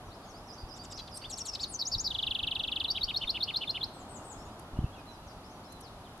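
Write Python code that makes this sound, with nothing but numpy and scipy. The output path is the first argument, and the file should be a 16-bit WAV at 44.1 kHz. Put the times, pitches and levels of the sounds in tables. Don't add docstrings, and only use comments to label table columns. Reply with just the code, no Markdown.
import sys
import numpy as np
from scipy import signal
from scipy.fft import rfft, irfft
from scipy.io import wavfile
from scipy.ndimage import uniform_filter1d

SR = 44100
rng = np.random.default_rng(int(sys.argv[2]) if len(sys.argv) > 2 else 0)


def master_out(mix):
    frames = np.transpose(np.atleast_2d(mix))
    ceiling = np.clip(frames, -1, 1)
    pcm = np.round(ceiling * 32767).astype(np.int16)
    wavfile.write(sys.argv[1], SR, pcm)


N = 273420
TIME = np.arange(N) / SR

# frequency in Hz, relative level in dB.
MURMUR_SPECTRUM = [(15, -36), (25, -2), (48, -0.5), (70, -2.5), (97, 0.5), (130, -6), (238, -6), (429, -11),
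                   (496, -12.5), (678, -8), (743, -8), (1260, -14), (2000, -29.5), (2600, -68),
                   (4400, -120)]
# frequency in Hz, relative level in dB.
HISS_SPECTRUM = [(1200, -7.5), (2200, 0.5), (3500, -0.5), (5500, -5), (8500, -10), (11200, -5),
                 (13000, -18.5), (15500, -22)]
# frequency in Hz, left-right likeness (1 is mono).
BED_LIKENESS = [(60, .999), (240, 1), (480, 1), (950, 0.95), (1900, -0.039), (3800, -0.56), (7500, -0.035),
                (15000, -0.15)]
# time in seconds, relative level in dB.
TRAFFIC_SWELL = [(0, -54), (1.6, -55.2), (3.6, -54), (4.18, -51.5), (5.2, -54.7), (6.2, -54.7)]
# frequency in Hz, gain in dB.
BEAK_RESPONSE = [(5000, -34), (8500, -37), (10000, -39), (11000, -27.5), (13000, -33), (14500, -35),
                 (15700, -45), (18000, -90)]
# start and length in seconds, first, middle and last pitch
# in Hz, level in dB, pan in dB (positive is left).
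WHISTLES = [ (.101, .055, 3550, 4370, 5600, -58.5, 6), (.231, .037, 5000, 4810, 5530, -61.5, 8),
            (.288, .037, 7000, 5800, 5000, -57.5, 7), (.337, .05, 4500, 4870, 5300, -56, 0),
            (4.374, .065, 5200, 5330, 5820, -62, 10), (4.447, .031, 6400, 7000, 6460, -63, 7),
            (4.757, .05, 2980, 2880, 3480, -59.5, -1), (4.835, .037, 3130, 2620, 2920, -57.5, -2),
            (4.924, .033, 3110, 3360, 3100, -59.5, 0), (4.952, .055, 3020, 2580, 2520, -59.5, -5),
            (5.071, .047, 4190, 4030, 3990, -58, -10), (5.68, .094, 3950, 4100, 3910, -60.5, -7),
            (5.818, .072, 6320, 4660, 3680, -57, 8), (6.038, .049, 4300, 3400, 2850, -60, -3)]
WHISTLE_FIGURES = { "dip": [(0, .073, 5800, 4900, 6520, -49, -5), (.102, .04, 4400, 4780, 4690, -48, -4)],
                   "slide": [(0, .024, 6540, 6000, 5260, -46, 2)],
                   "high fall": [(0, .052, 8600, 8160, 8050, -55.5, 13),
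                   (.055, .038, 8100, 7200, 6250, -50.5, 12)],
                   "long fall": [(0, .06, 6800, 5150, 4580, -59.5, 6)],
                   "rise": [(0, .045, 4000, 5350, 4850, -61.5, 8), (.057, .034, 4800, 6050, 6850, -64, 9)],
                   }
# start in seconds, count, period in seconds, then gain in dB and pitch factor
WHISTLE_RUNS = { "dip": dict(s=.476, count=4, period_s=.212, gain_db=[-1.2, .8], pitch=[1.01, .985]),
                "slide": dict(s=1.355, count=3, period_s=.151, gain_db=[0, -2.5], pitch=[1, .83, .79]),
                "high fall": dict(s=3.931, count=3, period_s=.1555, gain_db=[-8, 0, 1]),
                "long fall": dict(s=4.965, count=3, period_s=.151, gain_db=[-7, -6, 0]),
                "rise": dict(s=5.435, count=2, period_s=.2), }
# time and push width in seconds, push and shudder gains in dB.
MIC_BUMPS = [(.635, 0.0043, -29, -49), (1.964, 0.0047, -27.5, -44.5), (2.285, .002, -35, -43.5),
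             (2.44, .006, -38.5, -46), (3.04, 0.0064, -30.5, -50.5), (3.25, 0.01, -35, -53),
             (4.743, 0.0052, -32, -46), (4.7905, .0013, -15, -48), (4.806, 0.0023, -30, -50),
             (4.8431, 0.0019, -16.5, -38.5)]
# pitch in Hz, pan in dB (positive is left).
WREN_PAN = [(3000, 0.2), (4400, 1.2), (6000, 3.5), (10000, 4.5)]
RASP_FIGURES = { "scratch": [(0, .028, 7250, 7600, 6400, -52, .7), (0, .026, 3520, 3600, 2900, -58.5, .6),
                (.014, .015, 6400, 5550, 4700, -50, .85)],
                "zip": [(.004, .034, 8700, 7150, 5780, -39.8, .67), (0, .027, 4620, 4300, 3480, -45.8, .3),
                (.033, .025, 5540, 5630, 5150, -33.5, .26)], }
# start in seconds, count, period in seconds,
# first and last gain in dB.
RASP_RUNS = { "scratch": dict(s=.758, count=3, period_s=.074, gain_db=[-3.5, 3.5]),
             "zip": dict(s=1.291, count=3, period_s=.078, gain_db=[-1.2, 1.1]), }
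RASP_NOTES = [ (.973, .014, 5980, 4800, 4180, -41.5, .7), (.984, .027, 4350, 3980, 4100, -39.5, .85),
              (1.072, .02, 4600, 3710, 3000, -48.5, 1), (1.136, .042, 9500, 10770, 8700, -50.5, .2),
              (1.139, .044, 8500, 8470, 8050, -52, .7), (1.168, .013, 9800, 8880, 7800, -39, .63),
              (1.211, .028, 3320, 2900, 2700, -55, 1), (1.236, .034, 2330, 3440, 3490, -39.5, .3),
              (1.531, .017, 5000, 5220, 5100, -34.5, .35), (1.547, .015, 6170, 4350, 3520, -31.5, .5),
              (1.59, .04, 3190, 4700, 5480, -36, .3), (1.602, .059, 8000, 6770, 5300, -46.5, .45),
              (1.628, .023, 4460, 4420, 3430, -28, .24)]
SYLLABLE_SHAPES = { "cascade": [(0, 8300, -53, 0), (.014, 9700, -52.5, 0), (.024, 9830, -42.5, 0),
                   (.036, 8800, -46.5, 550), (.059, 7160, -44, 550), (.064, 6760, -35, 400),
                   (.073, 6200, -33, 200), (.083, 6030, -34, 100), (.089, 5900, -52, 0)],
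                   "quaver": [(.003, 5160, -58, 400), (.008, 5070, -36.5, 500), (.014, 5050, -32, 500),
                   (.027, 5000, -32.5, 450), (.032, 4770, -24.5, 0), (.036, 4480, -33, 0),
                   (.042, 3950, -25.5, 0), (.048, 3450, -48, 0)], "scoop": [(0, 5900, -51, 0),
                   (.005, 5530, -36, 0), (.013, 4550, -41, 0), (.019, 5820, -34.5, 0), (.027, 6600, -33, 0),
                   (.036, 7090, -37, 0), (.041, 7200, -50, 0)], "slur": [(0, 4580, -56, 0),
                   (.004, 4050, -33.5, 0), (.011, 3510, -26, 0), (.017, 3180, -29.5, 0),
                   (.023, 2850, -34, 0), (.026, 2730, -52, 0)], "chip": [(0, 5080, -52, 0),
                   (.004, 4240, -36, 0), (.008, 3680, -27, 0), (.011, 3464, -25.5, 0), (.016, 3086, -30, 0),
                   (.02, 2850, -30.5, 0), (.024, 2610, -41.5, 0), (.027, 2500, -63, 0)],
                   "upsweep": [(0, 3970, -44, 0), (.004, 3950, -35, 0), (.013, 3700, -29.5, 0),
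                   (.017, 3300, -50.5, 0), (.0242, 4330, -27, 0), (.034, 4600, -24.5, 0),
                   (.037, 5060, -31.5, 0), (.04, 5600, -35, 0), (.043, 5880, -43, 0)],
                   "warble": [(0, 2890, -52, 0), (.006, 3030, -38, 50), (.011, 3200, -32.5, 310),
                   (.02, 3415, -31, 375), (.027, 3454, -34, 440), (.031, 3100, -28, 0),
                   (.037, 2600, -34, 0), (.041, 2230, -42.5, 0), (.045, 1930, -63, 0)], }
SONG_RUNS = { "cascade": dict(s=1.678, count=1),
             "quaver": dict(s=1.7837, count=3, period_s=.126, gain_db=[.1, 2, 1.7], pitch=[.98]),
             "scoop": dict(s=1.851, count=2, period_s=.128, gain_db=[3.5], pitch=[1.004, .99]),
             "slur": dict(s=2.1, count=3, period_s=.0405, gain_db=[-2.4, -.6], pitch=[1.018, .992]),
             "chip": dict(s=2.222, count=16, period_s=.0406, slowing_s=.00007, gain_db=[.4, 0, -.4, .4],
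             pitch=[.992, .977, .978, 1.001]),
             "upsweep": dict(s=2.8788, count=8, period_s=.1297, slowing_s=.00096, gain_db=[1.6, 2, 1.8, -1],
             pitch=[1.022, .952, .944, .92]),
             "warble": dict(s=2.945, count=7, period_s=.1306, slowing_s=.0007, gain_db=[.1, -1.5, -1.7],
             pitch=[1.03, .95, .968]), }
# time and width in seconds, level in dB.
DRY_TICKS = [(4.597, 0.004, -51), (5.727, .005, -51.5), (5.812, .005, -51), (6.179, .0015, -56)]


def from_db(db):
    return 10 ** (np.asarray(db) / 20)


def rms_one(x):
    return x / np.sqrt(np.mean(x ** 2) + 1e-20)


def at_hz(points, hz):
    knots, values = np.transpose(points)
    return np.interp(np.log(np.maximum(hz, 1)), np.log(knots), values)


def slow_noise(count, hz):
    sos = signal.butter(2, hz, fs=SR, output="sos")
    return rms_one(signal.sosfilt(sos, rng.standard_normal(count + 4096))[4096:])


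def air_and_traffic(murmur_db=-49, hiss_db=-64, gust_db=1.5, gust_hz=4, crossover_hz=170):
    hz = np.arange(N // 2 + 1) * SR / N
    mid, side = rfft(rng.standard_normal((2, N)))
    alike = np.clip(at_hz(BED_LIKENESS, hz), -.8, 1)
    field = mid + np.sqrt((1 - alike) / (1 + alike)) * side * [[1], [-1]]
    colour = from_db(at_hz(MURMUR_SPECTRUM, hz)) * hz / np.hypot(hz, 20) / (1 + (hz / 1900) ** 8)
    murmur = field * rms_one(colour) * from_db(murmur_db)
    lows = 1 / (1 + (hz / crossover_hz) ** 4)
    swell_db = np.interp(TIME, *np.transpose(TRAFFIC_SWELL))
    rumble = irfft(murmur * lows, N) * from_db(gust_db * slow_noise(N, gust_hz))
    traffic = irfft(murmur * (1 - lows), N) * from_db(swell_db - np.median(swell_db))
    hiss = from_db(hiss_db) * irfft(field * rms_one(from_db(at_hz(HISS_SPECTRUM, hz))), N)
    return rumble + traffic + hiss


def add(out, s, sound):
    i = max(round(s * SR), 0)
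    out[..., i:i + sound.shape[-1]] += sound[..., :N - i]


def panned(sound, pan_db):
    return np.array([sound * from_db(pan_db / 2), sound * from_db(-pan_db / 2)])


def repeats(s, count, period_s=0, slowing_s=0, gain_db=(0,), pitch=(1,)):
    k = np.arange(count)
    starts = s + period_s * k + slowing_s * k * (k - 1) / 2
    drifts = [np.interp(k, np.linspace(0, count - 1, len(path)), path) for path in (gain_db, pitch)]
    return zip(starts, *drifts)


def sequence(figures, runs):
    return [(s + delay, length, factor * first, factor * middle, factor * last, db + gain_db, pan_or_rasp)
            for name, run in runs.items() for s, gain_db, factor in repeats(**run)
            for delay, length, first, middle, last, db, pan_or_rasp in figures[name]]


def glide(length, pitches, taper):
    progress = np.linspace(0, 1, int(length * SR))
    hz = np.polyval(np.polyfit([0, .5, 1], pitches, 2), progress)
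    return hz, np.abs(np.sin(np.pi * progress)) ** taper


def syrinx(hz, rasp, jitter=.0076, rasp_jitter=.035, buzz_hz=720, lowest_hz=2600):
    count = len(hz)
    wobble = (jitter + rasp_jitter * rasp ** 2) * slow_noise(count, 1800)
    phase = 2 * np.pi * np.cumsum(hz * (1 + wobble)) / SR
    second = .5 * from_db(at_hz(BEAK_RESPONSE, 2 * hz)) * np.sin(2 * phase)
    third = from_db(at_hz(BEAK_RESPONSE, 3 * hz)) * np.sin(3 * phase)
    radiated = 1 / (1 + (2 * lowest_hz / hz) ** 8)
    halves = radiated * from_db(-7) * np.sin(phase / 2) + from_db(-15) * np.sin(1.5 * phase)
    buzz = .85 * np.sin(2 * np.pi * buzz_hz * np.arange(count) / SR)
    scratch = .54 * slow_noise(count, 1350)
    return (1 + rasp * (buzz + scratch)) * (np.sin(phase) + second + third + rasp * halves)


def far_chorus(count=110, low_hz=2700, high_hz=6500):
    out = np.zeros((2, N))
    for when, size, register, onset, ending, force, side in rng.random((count, 7)):
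        centre = low_hz * (high_hz / low_hz) ** register
        pitches = centre * np.array([.85 + .35 * onset, 1, .85 + .292 * ending])
        hz, swell = glide(.04 + .045 * size, pitches, taper=.57)
        note = from_db(-75.75 + 9 * force) * swell * syrinx(hz, rasp=.13)
        add(out, when * (N - 1) / SR, panned(note, pan_db=12 * (side - .5)))
    return out


def neighbours(flutter_db=1.5, waver=.0068):
    out = np.zeros((2, N))
    for s, length, *pitches, db, pan_db in WHISTLES + sequence(WHISTLE_FIGURES, WHISTLE_RUNS):
        hz, swell = glide(length, pitches, taper=.28)
        hz = hz * (1 + waver * slow_noise(len(hz), 153))
        gain = from_db(db + flutter_db * slow_noise(len(hz), 81))
        add(out, s, panned(gain * swell * syrinx(hz, rasp=0), pan_db))
    return out


def trees(birds, near_db, near_t60, far_db, far_t60):
    t = TIME[:SR]
    haze = 0
    for db, t60 in (near_db, near_t60), (far_db, far_t60):
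        echoes = rng.standard_normal((2, SR)) * from_db(-60 * t / t60) * (t > .002)
        haze = haze + from_db(db) * rms_one(echoes) / np.sqrt(SR)
    return birds + signal.fftconvolve(birds, haze, axes=1)[:, :N]


def bell_curve(offset, width):
    return np.exp(-(offset / width) ** 2)


def mic_bumps(rolloff_hz=32, shudder_hz=130, shudder_s=.028):
    push = sum(from_db(db) * bell_curve(TIME - s, width) for s, width, db, _ in MIC_BUMPS)
    shudder = sum(from_db(db) * bell_curve(TIME - s, shudder_s) for s, _, _, db in MIC_BUMPS)
    thump = signal.sosfilt(signal.butter(2, rolloff_hz, "high", fs=SR, output="sos"), push + 1e-18)
    return thump + shudder * slow_noise(N, shudder_hz)


def wren_chatter():
    out = np.zeros((2, N))
    for s, length, *pitches, db, rasp in RASP_NOTES + sequence(RASP_FIGURES, RASP_RUNS):
        hz, swell = glide(length, pitches, taper=.84)
        add(out, s, panned(from_db(db) * swell * syrinx(hz, rasp), at_hz(WREN_PAN, hz)))
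    return out


def fizz(hz, db=-34.5, strongest_at_hz=5200):
    band = signal.butter(2, [10200, 11700], "band", fs=SR, output="sos")
    noise = rms_one(signal.sosfilt(band, rng.standard_normal(len(hz))))
    return from_db(db) * noise * bell_curve(np.log(hz / strongest_at_hz), 1 / 6)


def syllable(name, gain_db, factor, warble_hz=148.4):
    knots, *columns = np.transpose(SYLLABLE_SHAPES[name])
    t = np.arange(int(knots.max() * SR)) / SR
    hz, db, depth = [uniform_filter1d(np.interp(t, np.sort(knots), c), size=64) for c in columns]
    warble = depth * np.cos(2 * np.pi * warble_hz * t)
    hz = factor * (hz + warble) * (1 + .013 * slow_noise(len(t), 57))
    pressure = from_db(db + gain_db + .75 * slow_noise(len(t), 180)) * signal.windows.tukey(len(t), .08)
    return panned(pressure * (syrinx(hz, rasp=0) + fizz(hz)), at_hz(WREN_PAN, hz))


def wren_song(slack_at_s=(2.385, 2.672), slack_width_s=.02, slack_db=-2.2, slack_flat=.03):
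    out = np.zeros((2, N))
    for name, run in SONG_RUNS.items():
        for s, gain_db, factor in repeats(**run):
            slack = sum(bell_curve(s - at, slack_width_s) for at in slack_at_s)
            add(out, s, syllable(name, gain_db + slack_db * slack, factor * (1 - slack_flat * slack)))
    return out


def ticks(band_hz=(4000, 11200), ring_hz=11000, ring_gain=3.1):
    envelope = sum(from_db(db) * bell_curve(TIME - s, width) for s, width, db in DRY_TICKS)
    band = signal.butter(4, band_hz, "band", fs=SR, output="sos")
    noise = signal.sosfilt(band, rng.standard_normal((2, N)))
    ring = signal.lfilter(*signal.iirpeak(ring_hz, Q=6, fs=SR), noise)
    return envelope * rms_one(noise + ring_gain * ring)


def scene():
    wren = trees(wren_chatter() + wren_song(), near_db=-9, near_t60=.065, far_db=-16, far_t60=.74)
    others = trees(neighbours() + far_chorus(), near_db=-5.5, near_t60=.19, far_db=-4.5, far_t60=.7)
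    return wren + others + mic_bumps() + ticks() + air_and_traffic()


def record(dry, cutoff_hz=15700):
    return signal.sosfilt(signal.ellip(12, .1, 80, cutoff_hz, fs=SR, output="sos"), dry)


dry = scene()
out = record(dry)
master_out(out)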